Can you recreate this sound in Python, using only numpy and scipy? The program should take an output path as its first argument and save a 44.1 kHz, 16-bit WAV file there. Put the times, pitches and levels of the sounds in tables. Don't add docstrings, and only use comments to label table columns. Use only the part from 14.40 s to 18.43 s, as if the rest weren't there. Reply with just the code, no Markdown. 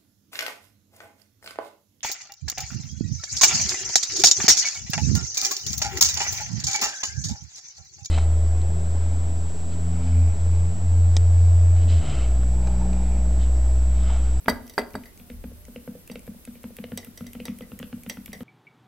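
import sys
import numpy as np
from scipy import signal
from scipy.fft import rfft, irfft, next_fast_len
from scipy.io import wavfile
from scipy.ndimage import uniform_filter1d

SR = 44100
rng = np.random.default_rng(int(sys.argv[2]) if len(sys.argv) > 2 else 0)


def wav_out(sig):
    wavfile.write(sys.argv[1], SR, np.round(np.clip(np.atleast_2d(sig).T, -1, 1) * 32767).astype(np.int16))


def volts(x):
    e = np.asarray(x, float) / 20
    return 10 ** e


N = 177855


def unit_rms(x):
    return x / np.sqrt(np.mean(x ** 2) + 1e-20)


def along(points, hz):
    point_hz, value = np.transpose(points)
    return np.interp(np.log(hz + 1), np.log(point_hz + 1), value)


def filtered(x, response):
    size = next_fast_len(x.shape[-1] + 8192)
    spectrum = rfft(x, size) * response(np.fft.rfftfreq(size, 1 / SR))
    return irfft(spectrum, size)[..., :x.shape[-1]]


def add(track, start_s, sound):
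    part = track[..., round(start_s * SR):][..., :sound.shape[-1]]
    part += sound[..., :part.shape[-1]]


def ring(modes, scatter_db):
    t = np.arange(SR // 4) / SR
    hz, level_db, t60_s, sign = np.transpose(modes)[..., None]
    strength = np.sign(sign) * volts(level_db + scatter_db * rng.standard_normal(level_db.shape))
    modes_ringing = strength * volts(-60 * t / t60_s) * np.sin(2 * np.pi * hz * t)
    return np.sum(modes_ringing, axis=0)


def burst(hz, width_hz, t60_s, alike=0.87, rise_s=0.00039):
    t = np.arange(SR // 8 if t60_s > .045 else SR // 20) / SR
    envelope = volts(-60 * t / t60_s) * (1 - np.exp(-t / rise_s))
    common, apart = rng.standard_normal((2, len(t))) * envelope
    pair = [common + (1 - alike) * apart, common - (1 - alike) * apart]
    peak = signal.iirpeak(min(hz, SR / 2.2), hz / width_hz, SR)
    pair = signal.lfilter(*peak, signal.lfilter(*peak, pair))
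    return pair / np.abs(pair).max()


def noise(spectrum, alike):
    def mid_side(hz):
        angle = np.arccos(np.clip(along(alike, hz), -1, 1)) / 2
        return volts(along(spectrum, hz)) * [np.cos(angle), np.sin(angle)]

    mid, side = filtered(rng.standard_normal((2, N)), mid_side)
    return unit_rms(np.array([mid + side, mid - side]))


# hz, density_db
HISS_COLOUR = [(30, -11.5), (90, -13), (240, -13), (800, -28), (4200, -32), (7300, -32), (12600, -24.5),
               (16500, -30.5)]
# hz, correlation
HISS_ALIKE = [(60, 0.15), (300, 0.59), (700, 0.35), (3000, -0.014), (7000, -0.3), (15000, -0.4)]
# hz, level_db, left_right_db, cycle_share, right_lag_rad
WHINES = [(8110, -71, -16, 0.58, 2.63), (12600, -59, 6, 0.26, 1.2), (12850, -66.5, 2, .27, 1.1),
          (11800, -62.5, -4.5, 0.47, 4)]
CYCLE_HZ = 7.4925


def camera():
    t = np.arange(N) / SR
    phase = (t * CYCLE_HZ + .1) % 1

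    def gate(start, share):
        return uniform_filter1d(1. * ((phase - start) % 1 < share), size=200)

    hiss = volts(-51.5) * noise(HISS_COLOUR, HISS_ALIKE)
    treble = filtered(hiss, lambda hz: hz ** 4 / (hz ** 4 + 8000 ** 4))
    out = hiss - 0.32 * gate(0.44, 0.12) * treble
    for hz, level_db, pan_db, share, lag_rad in WHINES:
        drift = np.cumsum(rng.standard_normal(N)) * 0.055
        tone = np.sin(2 * np.pi * hz * t + drift - lag_rad * np.array([[0], [1]]))
        level = volts(level_db + pan_db * np.array([[.5], [-.5]]))
        out += level * gate(.26 - share, share) * tone
    return out


# peak_s, level_db, rise_s, fall_s
SHIFTS = [
    (.11, -36.5, 0.055, .2),
    (.41, -49.5, 0.036, 0.81),
    (0.981, -36.5, .09, 0.42),
    (1.77, -52, 0.31, .7),
    (2.6, -55, 0.76, .1),
    (2.9, -51, .1, 0.986),
    (3.43, -48, 0.16, 0.1),
    (3.88, -54, 0.118, .2),
]
# hz, density_db
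RUMBLE_COLOUR = [(12, -27.5), (22, -1.5), (40, -3), (65, -0.5), (90, -5.5), (118, -27), (170, -39.5),
                 (290, -120)]
MURMUR_DB = -60.5


def rumble():
    peak_s, level_db, rise_s, fall_s = np.transpose(SHIFTS)[..., None]
    late_s = np.arange(N) / SR - peak_s
    swells = volts(level_db - 20 * np.where(late_s < 0, -late_s / rise_s, late_s / fall_s))
    level = np.sqrt(np.sum(swells ** 2, axis=0) + volts(MURMUR_DB) ** 2)
    return level * noise(RUMBLE_COLOUR, [(60, .88)]) * volts([[.4], [-.4]])


# start_s, peak_db, brightest_hz
TICKS = [(.2775, -40, 5770), (.5054, -43, 12450), (.7752, -41, 5945), (1.2516, -38.5, 6200),
         (1.6756, -34.5, 12500), (1.7928, -36.5, 9400), (1.8672, -40.5, 12450), (2.0511, -32.5, 9100),
         (2.2324, -40, 12500), (2.367, -30.5, 12700), (2.6464, -32.5, 12200), (2.9321, -31.5, 12600),
         (3.1861, -34, 12800), (3.3899, -29, 13200), (3.6341, -35.5, 12380), (3.8593, -28.5, 13160)]
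# start_s, peak_db, brightest_hz
THIN_TICKS = [
    (.044, -37, 11800),
    (.535, -41, 5800),
    (3.688, -38, 14500),
    (3.691, -26, 14130),
]
# start_s, peak_db, brightest_hz
DULL_TICKS = [
    (.4159, -46, 6324),
    (.6353, -51.5, 13000),
]
TICK_LAW, THIN_LAW, DULL_LAW = (-11.5, 0.69), (-27, .1), (8.2, 0.59)


def valve():
    out = np.zeros((2, N))
    kinds = [(TICKS, TICK_LAW), (THIN_TICKS, THIN_LAW), (DULL_TICKS, DULL_LAW)]
    ticks = sorted((*row, *law) for rows, law in kinds for row in rows)
    for start_s, peak_db, hz, dull_db, breadth in ticks:
        snap = burst(hz, 3130, 0.0079, alike=0.26)
        snap = snap + breadth * burst(9000, 7800, 0.013, alike=0.93)
        add(out, start_s, volts(peak_db - 1.0) * snap)
        add(out, start_s, volts(peak_db + dull_db + 3) * burst(2400, 1400, .016))
    return out


# start_s, force_db, click_hardness_db (over force)
PRESSES = [(.0591, -33.5, 0.5), (.541, -31.5, -8), (.7979, -42.5, -0.5), (1.0394, -30.5, -11),
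           (1.2819, -41, -46), (1.476, -30, -17), (1.8767, -30.5, -15.5), (2.2398, -30, -10),
           (2.5187, -28, -9.5), (2.8071, -29.5, -12.5), (3.0812, -26.5, -4), (3.3174, -30.5, -10),
           (3.527, -28.5, -8.5), (3.7705, -30.5, -9), (3.9186, -43, -1), (4.0063, -30, -8)]
# start_s, force_db, click_hardness_db
RETURNS = [(.9, -38, 3), (1.3601, -37.5, 4.5), (1.6985, -34.5, -.5), (1.7562, -36, 6.5),
           (2.0747, -34.5, -7.5), (2.386, -32.5, -3), (2.44, -37.5, 7.5), (2.669, -36, -13),
           (2.9504, -33, -2), (3.0004, -34, 3.5), (3.208, -33.5, -3.5), (3.3993, -32, -5.5),
           (3.4277, -33.5, 5.5), (3.6628, -33, -4), (3.878, -35.5, -5)]
# start_s, force_db, click_hardness_db
SETTLES = [(1.1161, -43.5, -16), (1.5517, -40.5, -19), (1.9465, -45.5, -23), (2.154, -43.5, -0.5),
           (2.305, -44.5, -14.5), (2.5749, -40.5, 11), (2.842, -44, -3), (2.863, -45, -2),
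           (3.108, -44, -34), (3.224, -56, -9), (3.5783, -44, -15), (3.6973, -55, 27.5),
           (3.9509, -40.5, -3)]
# direction, hollow_db (over force), hollow_db_per_hardness_db,
# tap_db (over force), tap_db_per_hardness_db
PRESS_LAW = (1, -3.5, -.2, -7.5, 0)
RETURN_LAW = (-0.5, 3.6, 0.91, -7, 0.16)
SETTLE_LAW = (-1, 9, .15, -14, .3)
GRIP_S, GRIP_DB_PER_S = 2.66, -3.5


def stops():
    rows = []
    for table, law in [(PRESSES, PRESS_LAW), (RETURNS, RETURN_LAW), (SETTLES, SETTLE_LAW)]:
        way, hollow_db, hollow_grows, tap_db, tap_grows = law
        for start_s, force_db, hard_db in table:
            grip_db = GRIP_DB_PER_S * max(start_s - GRIP_S, 0)
            hollow = force_db + hollow_db + hollow_grows * hard_db + grip_db
            tap = force_db + tap_db + tap_grows * hard_db
            rows.append((start_s, way, force_db, hollow, tap, force_db + hard_db))
    return sorted(rows)


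# hz, level_db, t60_s, sign
BOOM = [(95, -13, .3, -1), (164, -10, .22, 1), (195, -7, .27, -1), (211, -6, .2, 1), (239, -2, .26, -1),
        (275, -13, .23, 1), (298, -18, .13, -1)]
# hz, level_db, t60_s, sign
HOLLOW = [(376.9, -19.5, 0.043, -1), (492.9, -4.5, 0.047, 1), (663, -10.5, 0.013, -1)]
PUSH_RISE_S = .003


def pump():
    out = np.zeros((2, N))
    push = 1 - np.exp(-np.arange(SR // 4) / SR / PUSH_RISE_S)
    for start_s, way, boom_db, hollow_db, tap_db, click_db in stops():
        boom = volts(boom_db) * push * ring(BOOM, scatter_db=2.3) * volts([[.4], [-.4]])
        hollow = volts(hollow_db) * ring(HOLLOW, scatter_db=3.0)
        add(out, start_s, np.sign(way) * (boom + hollow))
        tap = 0.57 * burst(1400, 600, 0.016) + 0.4 * burst(860, 500, 0.016)
        add(out, start_s, volts(tap_db + 0.7) * tap)
        drag = burst(2400, 1900, 0.13, rise_s=0.0067, alike=0.57)
        add(out, start_s - .008, volts(click_db / 2 - 34.0) * drag)
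        click = burst(2240, 1000, 0.0099) + 0.82 * burst(2880, 946, 0.0097)
        click = click + 0.14 * burst(8000, 12000, 0.0066)
        add(out, start_s, volts(click_db - 3.5) * click)
    return out


# start_s, peak_db, boom_db
KNOCKS = [
    (0.0821, -5, -24),
    (0.379, -9.5, -35.5),
    (0.552, -20, -41),
]
# hz, level_db, t60_s, sign
PLANK = [(422.8, -15.5, 0.034, 1), (565, -15.5, 0.019, 1), (608, -19.5, 0.11, -1), (655, -14.5, 0.025, 1),
         (872.4, -13, 0.022, -1), (912, -14.5, 0.041, -1), (1109, 1.5, 0.0067, 1), (1210, 1, 0.0086, -1),
         (1623, -6.5, 0.019, 1), (1364, -22.5, 0.031, -1), (1740, -20, 0.017, -1)]
# hz, level_db, t60_s, sign
JOISTS = [(183, -7, 0.095, -1), (225, 4, 0.036, 1), (238.5, -1, 0.24, -1), (264.3, -11.5, 0.27, 1),
          (285, -16.5, 0.23, -1), (387, -22.5, 0.34, 1)]
SOFTER_DB_PER_OCTAVE, SOFTEST_DB, PIVOT_HZ = 0.2159, 18.5, 900


def knocks():
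    out = np.zeros((2, N))
    touches = [(.059, -37.5, -58.5), (.5597, -60, -38), (1.7155, -46, -51)]
    for start_s, peak_db, boom_db in KNOCKS + touches:
        soft = SOFTER_DB_PER_OCTAVE * min(KNOCKS[0][1] - peak_db, SOFTEST_DB)
        plank = [(hz, level_db - soft * np.log2(hz / PIVOT_HZ), t60_s, sign)
                 for hz, level_db, t60_s, sign in PLANK]
        add(out, start_s, volts(peak_db + 4.0) * ring(plank, scatter_db=.8))
        add(out, start_s, volts(boom_db + 6.5) * ring(JOISTS, scatter_db=3.3))
        dense = burst(1500, 1100, 0.017, rise_s=0.0014, alike=0.43)
        add(out, start_s, volts(peak_db - 12.5) * dense)
        low_tail = burst(620, 740, 0.16, rise_s=0.00093, alike=0.23)
        add(out, start_s, volts(peak_db - 17.0) * low_tail)
    return out


# start_s, crack_db, belly_db, shoulder_db
RATTLE = [
    (.0827, -23, -16.5, -28),
    (.091, -27, -31, -26),
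    (.0972, -20.5, -48, -28.5),
    (.1054, -42, -40, -50.5),
    (.3795, -31, -33, -23),
    (.3854, -27, -23, -41.5),
    (.3934, -34.5, -55, -33),
    (.5531, -37, -43, -38),
]
# start_s, crack_db, belly_db, shoulder_db
CLINKS = [(.0795, -51, -41, -39.5), (.2658, -44, -55, -56), (.2959, -34, -48, -44),
          (.3364, -43, -54.5, -47.5), (.6561, -44, -44.5, -47), (1.7144, -37.5, -50, -44.5),
          (2.5743, -22, -39, -35), (2.63, -58, -45, -64), (2.7747, -32.5, -46, -44),
          (2.8661, -36, -44.5, -46), (3.0536, -26.5, -36.5, -35.5), (3.2204, -54, -44, -54),
          (3.6969, -22, -33.5, -34), (3.93, -30.5, -36, -42)]
# hz, level_db, t60_s, left_right_db (lying tilted)
JAR = [(1978, 1.5, 0.048, 2), (2008, -14, 0.2, 16), (1866, -7, .05, -8), (2240, -18, 0.018, -4),
       (2620, -26, 0.019, -4), (3240, 0.5, 0.04, 1), (3814.6, -1, 0.066, -3), (4659.7, 0, 0.063, -6.5),
       (4820, -19, 0.11, -2), (4870, -2.5, 0.028, -8.5), (5770, 6.5, 0.055, -8), (6260, 0, 0.065, -10.5)]


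def ceramic(contacts, tilt, chime_db, crack_gain_db, free, scrape_db, chatter_db, neck_db, lip_db):
    out = np.zeros((2, N))
    t = np.arange(SR // 5) / SR
    hz, mode_db, t60_s, pan_db = np.transpose(JAR)[..., None]
    group = np.searchsorted([3000, 4300, 5400], hz)
    for start_s, crack_db, belly_db, shoulder_db in contacts:
        group_db = [belly_db, crack_db + neck_db, shoulder_db, crack_db + lip_db]
        loudest_db = max(group_db)
        wander = np.cumsum(rng.standard_normal((len(hz), len(t))), axis=1) * 0.049
        spread, detune = rng.standard_normal((2, *hz.shape))
        level_db = np.array(group_db)[group] + mode_db + 6 + 1.7 * spread
        envelope = volts(level_db - 60 * t / (free * t60_s)) * (1 - np.exp(-t / 0.0025))
        tones = envelope * np.sin(2 * np.pi * hz * (1 + 0.0013 * detune) * t + wander)
        sides = [np.sum(tones * volts(side * tilt * pan_db / 2), axis=0) for side in (1, -1)]
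        add(out, start_s, np.array(sides))

        crack = burst(12000, 8000, 0.015, alike=0.11) * volts([[-.8], [.8]])
        add(out, start_s, volts(crack_db + crack_gain_db) * crack)
        add(out, start_s, volts(crack_db + chime_db) * burst(8050, 350, .035, alike=.3))
        add(out, start_s, volts(loudest_db - 5.5) * burst(1600, 6000, 0.012, alike=0.11))
        scrape = burst(470, 500, 0.13, rise_s=0.00067, alike=0.93)
        add(out, start_s, volts(loudest_db + scrape_db) * scrape)
        belly = burst(1994, 250, 0.21, rise_s=0.0013, alike=0.23)
        add(out, start_s, volts(group_db[0] + chatter_db) * belly)
        lip = burst(5560, 1500, 0.17, rise_s=0.0038, alike=0.35)
        add(out, start_s, volts(group_db[3] + chatter_db) * lip)
        neck = burst(3400, 2000, 0.092, rise_s=0.0036, alike=0.21)
        add(out, start_s, volts(group_db[1] + chatter_db) * neck)
    return out


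# hz, t60_s
ROOM = [(150, 0.63), (700, 0.46), (2000, 0.33), (8000, 0.28)]


def room(x):
    out = np.zeros((2, N))
    step = SR // 3
    for start in range(0, N, step):
        hz, t, cells = signal.stft(rng.standard_normal((2, SR // 2)), SR, nperseg=256)
        decay = volts(-60 * t / along(ROOM, hz)[:, None])
        tail = signal.istft(cells * decay, SR, nperseg=256)[1]
        tail = 0.86 * tail[0] + 0.45 * tail[1] * [[1], [-1]]
        tail = tail / np.linalg.norm(tail[0])
        wet = signal.fftconvolve(x[None, start:start + step], tail, axes=1)
        add(out, start / SR + .004, wet)
    return out


# start_s, length_s, pitch_hz, level_db
CREAKS = [
    (0.796, 0.12, 720, -63.5),
    (1.125, 0.24, 600, -63),
]


def creaks():
    out = np.zeros(N)
    for start_s, length_s, hz, level_db in CREAKS:
        t = np.arange(round(length_s * SR)) / SR
        wander = 0.039 * np.cumsum(rng.standard_normal(len(t)))
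        swell = np.sin(np.pi * t / length_s) ** 0.59
        add(out, start_s, volts(level_db) * swell * np.sin(2 * np.pi * hz * t + wander))
    return out


def scene():
    background = camera() + rumble()
    ticks = valve()
    strokes = pump()
    blows = knocks()
    rattle = ceramic(RATTLE, tilt=1.23, chime_db=-7.0, crack_gain_db=4.0, free=0.49,
                     scrape_db=-0.5, chatter_db=-21.5, neck_db=-10, lip_db=-24)
    clinks = ceramic(CLINKS, tilt=0.29, chime_db=-11, crack_gain_db=1.0, free=0.43,
                     scrape_db=-2.5, chatter_db=-3.5, neck_db=-12.5, lip_db=-14.5)
    bright = rattle + clinks + ticks
    above_boom = filtered(strokes, lambda hz: hz ** 4 / (hz ** 4 + 330 ** 4))
    to_room = volts(-13.5) * blows + volts(-9.5) * above_boom + volts(-11.5) * bright
    return blows + strokes + bright + room(to_room.mean(0)) + background + creaks()


def band_limit(x):
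    return signal.sosfilt(signal.butter(12, 16820, fs=SR, output="sos"), x)


def record(dry):
    top_hz = 15850
    edge_hz = [top_hz, top_hz + 100, top_hz + 900, top_hz + 950]
    limited = filtered(dry, lambda hz: volts(np.interp(hz, edge_hz, [0, -24, -30, -90])))
    return band_limit(limited)


dry = scene()
out = record(dry)
wav_out(out)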